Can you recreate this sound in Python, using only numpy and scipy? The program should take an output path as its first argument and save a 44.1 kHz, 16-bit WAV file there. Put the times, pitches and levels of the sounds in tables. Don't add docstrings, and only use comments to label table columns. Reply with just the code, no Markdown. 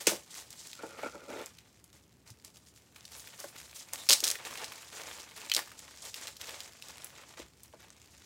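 import sys
import numpy as np
from scipy import signal
from scipy.fft import rfft, irfft, next_fast_len
from scipy.io import wavfile
from scipy.ndimage import map_coordinates

SR = 44100
rng = np.random.default_rng(int(sys.argv[2]) if len(sys.argv) > 2 else 0)


def to_wav(sig):
    pcm = np.clip(np.atleast_2d(sig), -1, 1) * 32767
    pcm = np.round(pcm).astype(np.int16)
    wavfile.write(sys.argv[1], SR, pcm.T)


N = 363825

# (start [s], length [s], relative treble sheen [dB], relative midrange rub [dB])
FILM_STROKES = [(0.0, 0.0076, -35.5, -44.5), (0.066, 0.032, -30, -35.5), (0.3, 0.061, -49, -61),
                (0.345, 0.063, -46.5, -55.5), (0.5, 0.25, -52, -67.5), (0.81, .1, -52.5, -59),
                (0.97, 0.088, -54.5, -51), (1.29, 0.16, -53, -50), (1.925, 0.043, -58.5, -65),
                (2.255, 0.039, -56.5, -64), (2.435, 0.037, -57, -62), (2.535, 0.046, -58.5, -69),
                (2.655, 0.026, -58.5, -81), (2.74, 0.067, -61.5, -80), (2.952, 0.014, -55, -57),
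                (3.105, 0.092, -48, -56.5), (3.26, 0.073, -55, -62), (3.385, 0.089, -48, -52.5),
                (3.55, 0.097, -54.5, -60), (3.74, 0.055, -46, -59), (3.925, 0.0091, -40.5, -42.5),
                (3.97, 0.13, -49, -54.5), (4.085, 0.043, -43, -37.5), (4.228, 0.071, -44, -42.5),
                (4.33, 0.14, -65, -51.5), (4.445, 0.21, -45.5, -44), (4.71, 0.11, -51.5, -54),
                (4.92, 0.29, -47.5, -49.5), (5.22, 0.098, -63, -55.5), (5.355, 0.11, -49, -49),
                (5.555, 0.024, -42, -40.5), (5.77, 0.29, -56, -63.5), (6.015, 0.071, -43, -51),
                (6.15, 0.14, -46.5, -54), (6.4, .26, -47.5, -51), (6.82, 0.25, -53, -55.5),
                (7.12, 0.21, -63.5, -56), (7.365, .04, -52, -50.5), (7.625, 0.015, -56.5, -63),
                (7.79, 0.064, -61, -58.5), (8.1, 0.039, -57.5, -67)]
STROKE_ATTACK_S, STROKE_RELEASE_T60_S, STROKE_SAG_DB_PER_S = 0.0092, 0.22, 7.5
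# (time [s], relative level [dB])
HAND_FIDGET = [(0, -59.5), (1.4, -58), (1.7, -67), (2.1, -73), (2.9, -66.5), (3.2, -57.5), (5.0, -53),
               (5.7, -57.5), (7.3, -57.5), (7.5, -67.5), (8.25, -60)]
FIDGET_RUB_DB = -4


def sliding():
    sheen, rub = moves(FILM_STROKES, STROKE_ATTACK_S, STROKE_RELEASE_T60_S, STROKE_SAG_DB_PER_S)
    fidget, = curves(HAND_FIDGET)
    return np.hypot(sheen, amp(fidget)), np.hypot(rub, amp(fidget + FIDGET_RUB_DB))


# (frequency [Hz], relative level [dB])
FILM_SHEEN = [(900, -40.5), (2000, -22), (3300, -2), (5000, 2.5), (7500, 4), (9500, -5), (12000, -11.5),
              (15500, -20)]
# (frequency [Hz], relative level [dB])
FINGER_RUB = [(90, -20), (200, -11.5), (380, -0.5), (800, -0.5), (1500, -3.5), (2300, -2.5), (3500, -8),
              (7000, -27.5)]
# (time [s], relative level [dB])
TOP_AIR = [(0, -8), (0.4, -5), (1.0, -13), (2.0, -4), (3.1, -2.5), (4.0, -4), (4.4, -9), (5.0, -8),
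           (6.7, -12), (7.3, -16), (7.65, -1), (7.85, -11)]
AIR_GROWS, BRISK_DB = 0.22, -50.5


def rustle(sheen, rub, sheen_db, rub_db, air_db, slip_db, crackle_db, flutter_db):
    slipping = amp(slip_db) * slips(rate=500, spread_db=-0.5, life=0.0028)
    crackling = amp(crackle_db) * crackles(rate=1200, spread_db=3.5, centre_hz=3800, scatter=0.791, cycles=9.4)
    grain = slipping + crackling

    def friction(spectrum):
        grip = amp(flutter_db * wobble(70))
        return grip * coloured(rng.standard_normal(N) + grain, spectrum)

    briskness_db = 20 * np.log10(sheen) - BRISK_DB
    air = curves(TOP_AIR)[0] + AIR_GROWS * briskness_db
    top = friction([(5000, -28.5), (9000, -3), (12000, -6.5), (15500, -9.5)])
    bright = friction(FILM_SHEEN) + amp(air + air_db) * top
    return amp(sheen_db) * sheen * bright + amp(rub_db) * rub * friction(FINGER_RUB)


# (start [s], length [s], gap between snaps [s], central relative level [dB], central pitch [Hz])
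CREASE_RUNS = [(4.1143, .026, .0047, -13, 5170), (4.2476, .041, .0063, -23, 5800)]
RUN_JITTER, RUN_SCATTER_DB, RUN_PITCH_SCATTER = .18, 4.5, 0.084


def run_snaps():
    rows = []
    for start, length, gap, db, hz in CREASE_RUNS:
        for k, (late, louder, higher) in enumerate(rng.standard_normal(size=(16, 3))):
            if k * gap < length:
                s = start + gap * (k + RUN_JITTER * late * (k > 0))
                pitch = hz * np.exp(RUN_PITCH_SCATTER * higher)
                rows.append((s, db + RUN_SCATTER_DB * louder, pitch))
    return rows


# (time [s], relative level [dB], pitch of the buckling facet [Hz])
CREASE_SNAPS = [(0.0701, -13, 5040), (0.355, -41, 2510), (0.5054, -36.5, 6460), (0.6706, -37, 6760),
                (0.7313, -35, 3650), (1.46, -34, 7200), (1.586, -41, 3800), (1.842, -44, 7750),
                (2.3033, -41.5, 6140), (2.4479, -37, 6540), (2.57, -44, 5200), (2.962, -42, 2640),
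                (3.0531, -36, 5000), (3.2025, -38, 6050), (3.2734, -36.5, 2840), (3.4019, -32.5, 6650),
                (3.5625, -38.5, 2370), (3.6005, -41, 2000), (3.9344, -24, 7800), (4.0895, -11, 4800),
                (4.093, -11.5, 5870), (4.0975, -9, 4700), (4.1066, -9.5, 4340), (4.2043, -22.5, 5800),
                (4.2389, -18.5, 4500), (4.2419, -13.5, 5300), (4.3024, -19, 5800), (4.3135, -18.5, 5800),
                (4.3548, -29, 2170), (4.4509, -32.5, 2800), (4.5743, -31, 2900), (4.644, -30.5, 4830),
                (4.7207, -32, 2000), (5.498, -25, 3580), (5.5165, -19, 2860), (5.5383, -20.5, 5400),
                (5.548, -15, 5300), (5.5651, -14.5, 4600), (5.5791, -25, 1470), (5.5909, -21, 1240),
                (5.6745, -41, 1400), (5.7166, -38.5, 1480), (5.7918, -36, 6540), (6.1426, -28.5, 3800),
                (6.2713, -30, 4560), (6.2788, -33, 3300), (6.3676, -36.5, 5150), (6.4134, -30.5, 3800),
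                (6.4924, -30, 3160), (6.6045, -30.5, 4200), (6.8234, -33.5, 3800), (6.8849, -37.5, 5970),
                (7.0449, -29.5, 11000), (7.634, -40.5, 9900)]
CRACK_T60_S, MIDDLING_DB, HALVING_DB = 0.011, -25, 18.5


def snaps(flip_db, crack_db, skirt_db, shiver_db, shiver_t60, cut_share):
    out, t = np.zeros(N), np.arange(SR // 20) / SR
    click = 1. * (t == 0)

    def per_ms(x):
        return x * np.sqrt(SR / 1000 / np.sum(x ** 2))

    for s, db, hz in [*CREASE_SNAPS, *run_snaps()]:
        t60 = CRACK_T60_S * .5 ** ((db - MIDDLING_DB) / HALVING_DB)
        flip = filtered(click, lambda f: resonance(f, hz, q=1.1) * resonance(f, .85 * hz, q=1.3))
        onset = 1 - np.exp(-t * hz)
        decay = fade(t, t60) + amp(shiver_db) * fade(t, shiver_t60)
        jolt = rng.standard_normal(len(t)) * onset * decay
        crack = filtered(jolt, lambda f: resonance(f, hz, q=.7) ** 2 + amp(skirt_db) * resonance(f, hz, q=.08))
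        snap = amp(db + flip_db) * per_ms(flip) + amp(db + crack_db) * per_ms(crack)
        add(out, s, filtered(snap, lambda f: low_cut(f, hz=cut_share * hz)))
    return out


# (frequency [Hz], relative level [dB])
TICK_SPECTRUM = [(600, -16), (1500, -4), (3000, -2.5), (7000, -0.5), (10000, -9), (15500, -13)]


def ticks(sheen, rub, db, press_db, follow):
    free = coloured(slips(rate=42, spread_db=2.0, life=0.0076), TICK_SPECTRUM)
    dull = [(300, -14), (900, -3), (2000, -1), (3500, -3), (8000, -19.5)]
    pressed = coloured(slips(rate=40, spread_db=2.5, life=0.012), dull)
    return amp(db) * sheen ** follow * free + amp(press_db) * rub * pressed


def pop_open(s, db, hz, q, t60):
    out, t = np.zeros(N), np.arange(SR // 10) / SR
    decay = fade(t, t60 / 10) + amp(-23.0) * fade(t, t60)
    shake = rng.standard_normal(len(t)) * decay
    buzz = filtered(shake, lambda f: resonance(f, hz, q) ** 2)
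    add(out, s, amp(db) * buzz / np.std(buzz[:SR // 200]))
    return out


def squeak(s, length, db, hz, q):
    out, t = np.zeros(N), np.arange(SR // 5) / SR
    tone = unit(filtered(rng.standard_normal(len(t)), lambda f: resonance(f, hz, q) ** 2))
    swell = np.sin(np.pi * np.minimum(t / length, 1))
    add(out, s, amp(db) * tone * swell)
    return out


# (frequency [Hz], relative level [dB])
SLAP_SPECTRUM = [(150, -17), (300, -4), (1000, -24), (1700, -4), (2300, 3), (3400, 2), (4100, -14.5),
                 (5700, 5.5), (7700, -2), (9800, -3), (11000, -13.5), (15500, -10)]


def slap(s, db, t60):
    out, t = np.zeros(N), np.arange(SR // 5) / SR
    clatter = coloured(rng.standard_normal(len(t)), SLAP_SPECTRUM)
    add(out, s, amp(db) * clatter * fade(t, t60))
    return out


# (time [s], relative level [dB], contact brightness [Hz], t60 of the contact [s])
TABLE_KNOCKS = [(0.071, -26, 550, 0.045), (0.112, -36, 800, 0.16), (0.833, -39, 1500, 0.069),
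                (1.032, -38.5, 1800, 0.057), (1.059, -39.5, 1800, 0.032), (1.145, -45.5, 1100, 0.12),
                (1.305, -43.5, 800, 0.2), (3.441, -42, 2200, 0.04), (4.096, -39, 2000, 0.047),
                (4.225, -46.5, 600, 0.025), (5.568, -44.5, 700, 0.065), (7.395, -47, 280, 0.03),
                (7.736, -50.5, 1700, 0.08)]
# (time [s], relative level [dB], pitch [Hz], t60 [s])
LOW_BUMPS = [(2.305, -46.5, 113, 0.14), (7.396, -40, 280, 0.022), (7.406, -52, 66, 0.31)]
# (start [s], length [s], relative hollow body [dB], relative rasp [dB])
TABLE_SHOVES = [(0.78, 0.043, -55, -50.5), (0.83, 0.029, -45.5, -51), (0.88, 0.38, -59, -55),
                (1.02, 0.049, -43.5, -41), (1.14, 0.19, -59, -71), (1.275, 0.15, -42.5, -49)]
SHOVE_ATTACK_S, SHOVE_RELEASE_T60_S, SHOVE_SAG_DB_PER_S = 0.02, 0.11, 12
# (frequency [Hz], relative level [dB])
EDGE_RASP = [(700, -11), (1150, -4), (1390, 8.5), (1700, -10), (2350, -3), (2850, -20), (4000, -18),
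             (8000, -38)]


def table(knock_db, bump_db, drag_db, rasp_db):
    out, t = np.zeros(N), np.arange(SR // 4) / SR
    for s, db, hz, t60 in TABLE_KNOCKS:
        contact = rng.standard_normal(len(t)) * fade(t, t60)
        blow = filtered(contact, lambda f: table_top(f) * low_cut(f, hz=153) / (1 + 1j * f / hz) ** 2)
        add(out, s, amp(db + knock_db) * blow / np.std(blow[:SR // 50]))
    for s, db, hz, t60 in LOW_BUMPS:
        onset = 1 - np.exp(-t * hz * 2)
        add(out, s, amp(db + bump_db) * np.sin(2 * np.pi * hz * t) * fade(t, t60) * onset)
    body, rasp = moves(TABLE_SHOVES, SHOVE_ATTACK_S, SHOVE_RELEASE_T60_S, SHOVE_SAG_DB_PER_S)
    judder = slips(rate=710, spread_db=3.0, life=0.016)
    hollow = unit(filtered(judder, lambda f: table_top(f) * low_cut(f, hz=182) / (1 + 1j * f / 750) ** 2))
    return out + amp(drag_db) * body * hollow + amp(rasp_db) * rasp * coloured(judder, EDGE_RASP)


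# (frequency [Hz], width [Hz], relative level [dB])
TABLE_MODES = [(209, 62, -4.5), (333, 62, 1), (578, 123, 2), (720, 38, -10), (854, 210, -4.5),
               (1170, 100, -9.5), (1410, 210, -6), (2410, 270, -16), (2800, 230, -27)]


def table_top(f):
    total = 0
    for k, (centre, width, db) in enumerate(TABLE_MODES):
        mode = 1j * f * width / (centre * centre - f * f + 1j * f * width)
        total = total + (-1) ** k * amp(db) * mode
    return total


# (frequency [Hz], t60 [s])
ROOM_DECAY = [(150, 0.24), (1000, 0.17), (6000, 0.25), (15000, 0.27)]


def room(x, wet_db):
    hz, t, z = signal.stft(rng.standard_normal(SR // 2), SR, nperseg=256)
    decay = fade(t, along(ROOM_DECAY, hz)[:, None])
    tail = signal.istft(z * decay, SR, nperseg=256)[1]
    tail = np.pad(tail / np.linalg.norm(tail), (SR // 400, 0))
    return x + amp(wet_db) * signal.fftconvolve(x, tail)[:N]


# (frequency [Hz], relative level [dB])
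ROOM_HUSH = [(20, 4), (40, -24), (65, 5), (110, 2.5), (170, -0.5), (330, -5), (600, -12.5), (1500, -22),
             (5000, -27.5), (15000, -30.5)]


def quiet_hush(db):
    return amp(db) * coloured(rng.standard_normal(N), ROOM_HUSH)


def slips(rate, spread_db, life):
    happens = rng.random(N) < rate / SR
    sizes = amp(spread_db * np.minimum(rng.standard_exponential(N), 4.5)) * happens
    power = signal.lfilter([1], [1, -fade(2 / SR, life)], sizes ** 2)
    return unit(np.sqrt(power) * rng.standard_normal(N))


def crackles(rate, spread_db, centre_hz, scatter, cycles):
    count = int(rate * N / SR)
    start = rng.integers(0, N, (count, 1))
    hz = np.clip(centre_hz * np.exp(scatter * rng.standard_normal((count, 1))), 500, 15000)
    size = amp(spread_db * np.minimum(rng.standard_exponential((count, 1)), np.pi))
    k = np.arange(SR // 200)
    tone = np.sin(2 * np.pi * hz * k / SR)
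    rings = size * hz ** 0.63 * tone * fade(k / SR, cycles / hz)
    return unit(np.bincount((start + k).ravel(), rings.ravel(), N)[:N])


def moves(rows, attack_s, release_t60, sag_db_per_s):
    power, t = np.zeros((2, N)), np.arange(SR) / SR
    for s, length, *levels in rows:
        swell = np.minimum(t / attack_s, 1)
        hold = amp(-sag_db_per_s * (np.minimum(t, length) - length / 2))
        shape = swell * hold * fade(np.maximum(t - length, 0), release_t60)
        for track, db in zip(power, levels):
            add(track, s, (amp(db) * shape) ** 2)
    return np.sqrt(power)


def amp(db):
    return 10 ** (np.asarray(db) / 20)


def unit(x):
    return x / np.sqrt(np.mean(x ** 2) + 1e-20)


def along(points, hz):
    f, v = np.transpose(points)
    return np.interp(np.log(hz + 1), np.log(f + 1), v)


def curves(rows):
    s, *cols = np.transpose(rows)
    return [np.interp(np.arange(N) / SR, s, c) for c in cols]


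def wobble(rate):
    knots = rng.standard_normal(int(N * rate / SR) + 4)
    return map_coordinates(knots, [np.arange(N) * rate / SR])


def filtered(x, response):
    m = next_fast_len(2 * len(x))
    return irfft(rfft(x, m) * response(np.fft.rfftfreq(m, 1 / SR)), m)[:len(x)]


def coloured(x, spectrum):
    return unit(filtered(x, lambda hz: amp(along(spectrum, hz))))


def resonance(f, hz, q):
    return 1 / (1 + 1j * q * (f / hz - hz / (f + 1e-9)))


def low_cut(f, hz):
    return ((f / hz) ** 2 / (1 + np.sqrt(2) * 1j * f / hz - (f / hz) ** 2)) ** 2


def fade(t, t60):
    return np.exp(-np.log(1000) * t / t60)


def add(track, s, sound):
    part = track[max(round(s * SR), 0):][:len(sound)]
    part += sound[:len(part)]


def scene():
    sheen, rub = sliding()
    sleeve = rustle(sheen, rub, sheen_db=-6.0, rub_db=-4, air_db=-1, slip_db=-7.5, crackle_db=-6.5, flutter_db=2.95)
    sleeve += snaps(flip_db=-5.5, crack_db=-3.5, skirt_db=-7.5, shiver_db=-17, shiver_t60=0.068, cut_share=0.24)
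    sleeve += ticks(sheen, rub, db=-22, press_db=-7.5, follow=0.73)
    sleeve += pop_open(s=5.5172, db=-25, hz=3080, q=2.6, t60=0.083)
    sleeve += squeak(s=3.97, length=.07, db=-50, hz=3680, q=7)
    pack = slap(s=0.0697, db=-17.5, t60=0.069)
    desk = table(knock_db=-2.0, bump_db=2.5, drag_db=-1.5, rasp_db=-1.5)
    return room(sleeve + pack + desk, wet_db=-10)[None] + quiet_hush(db=-64.5)


TOP_HZ = 15900


def record(dry):
    rounded = dry[0] / (1 + np.abs(dry[0] / .65) ** 4) ** (1 / 4)
    return filtered(rounded, lambda f: low_cut(f, hz=32) / (1 + (f / TOP_HZ) ** 160))[None]


dry = scene()
out = record(dry)
to_wav(out)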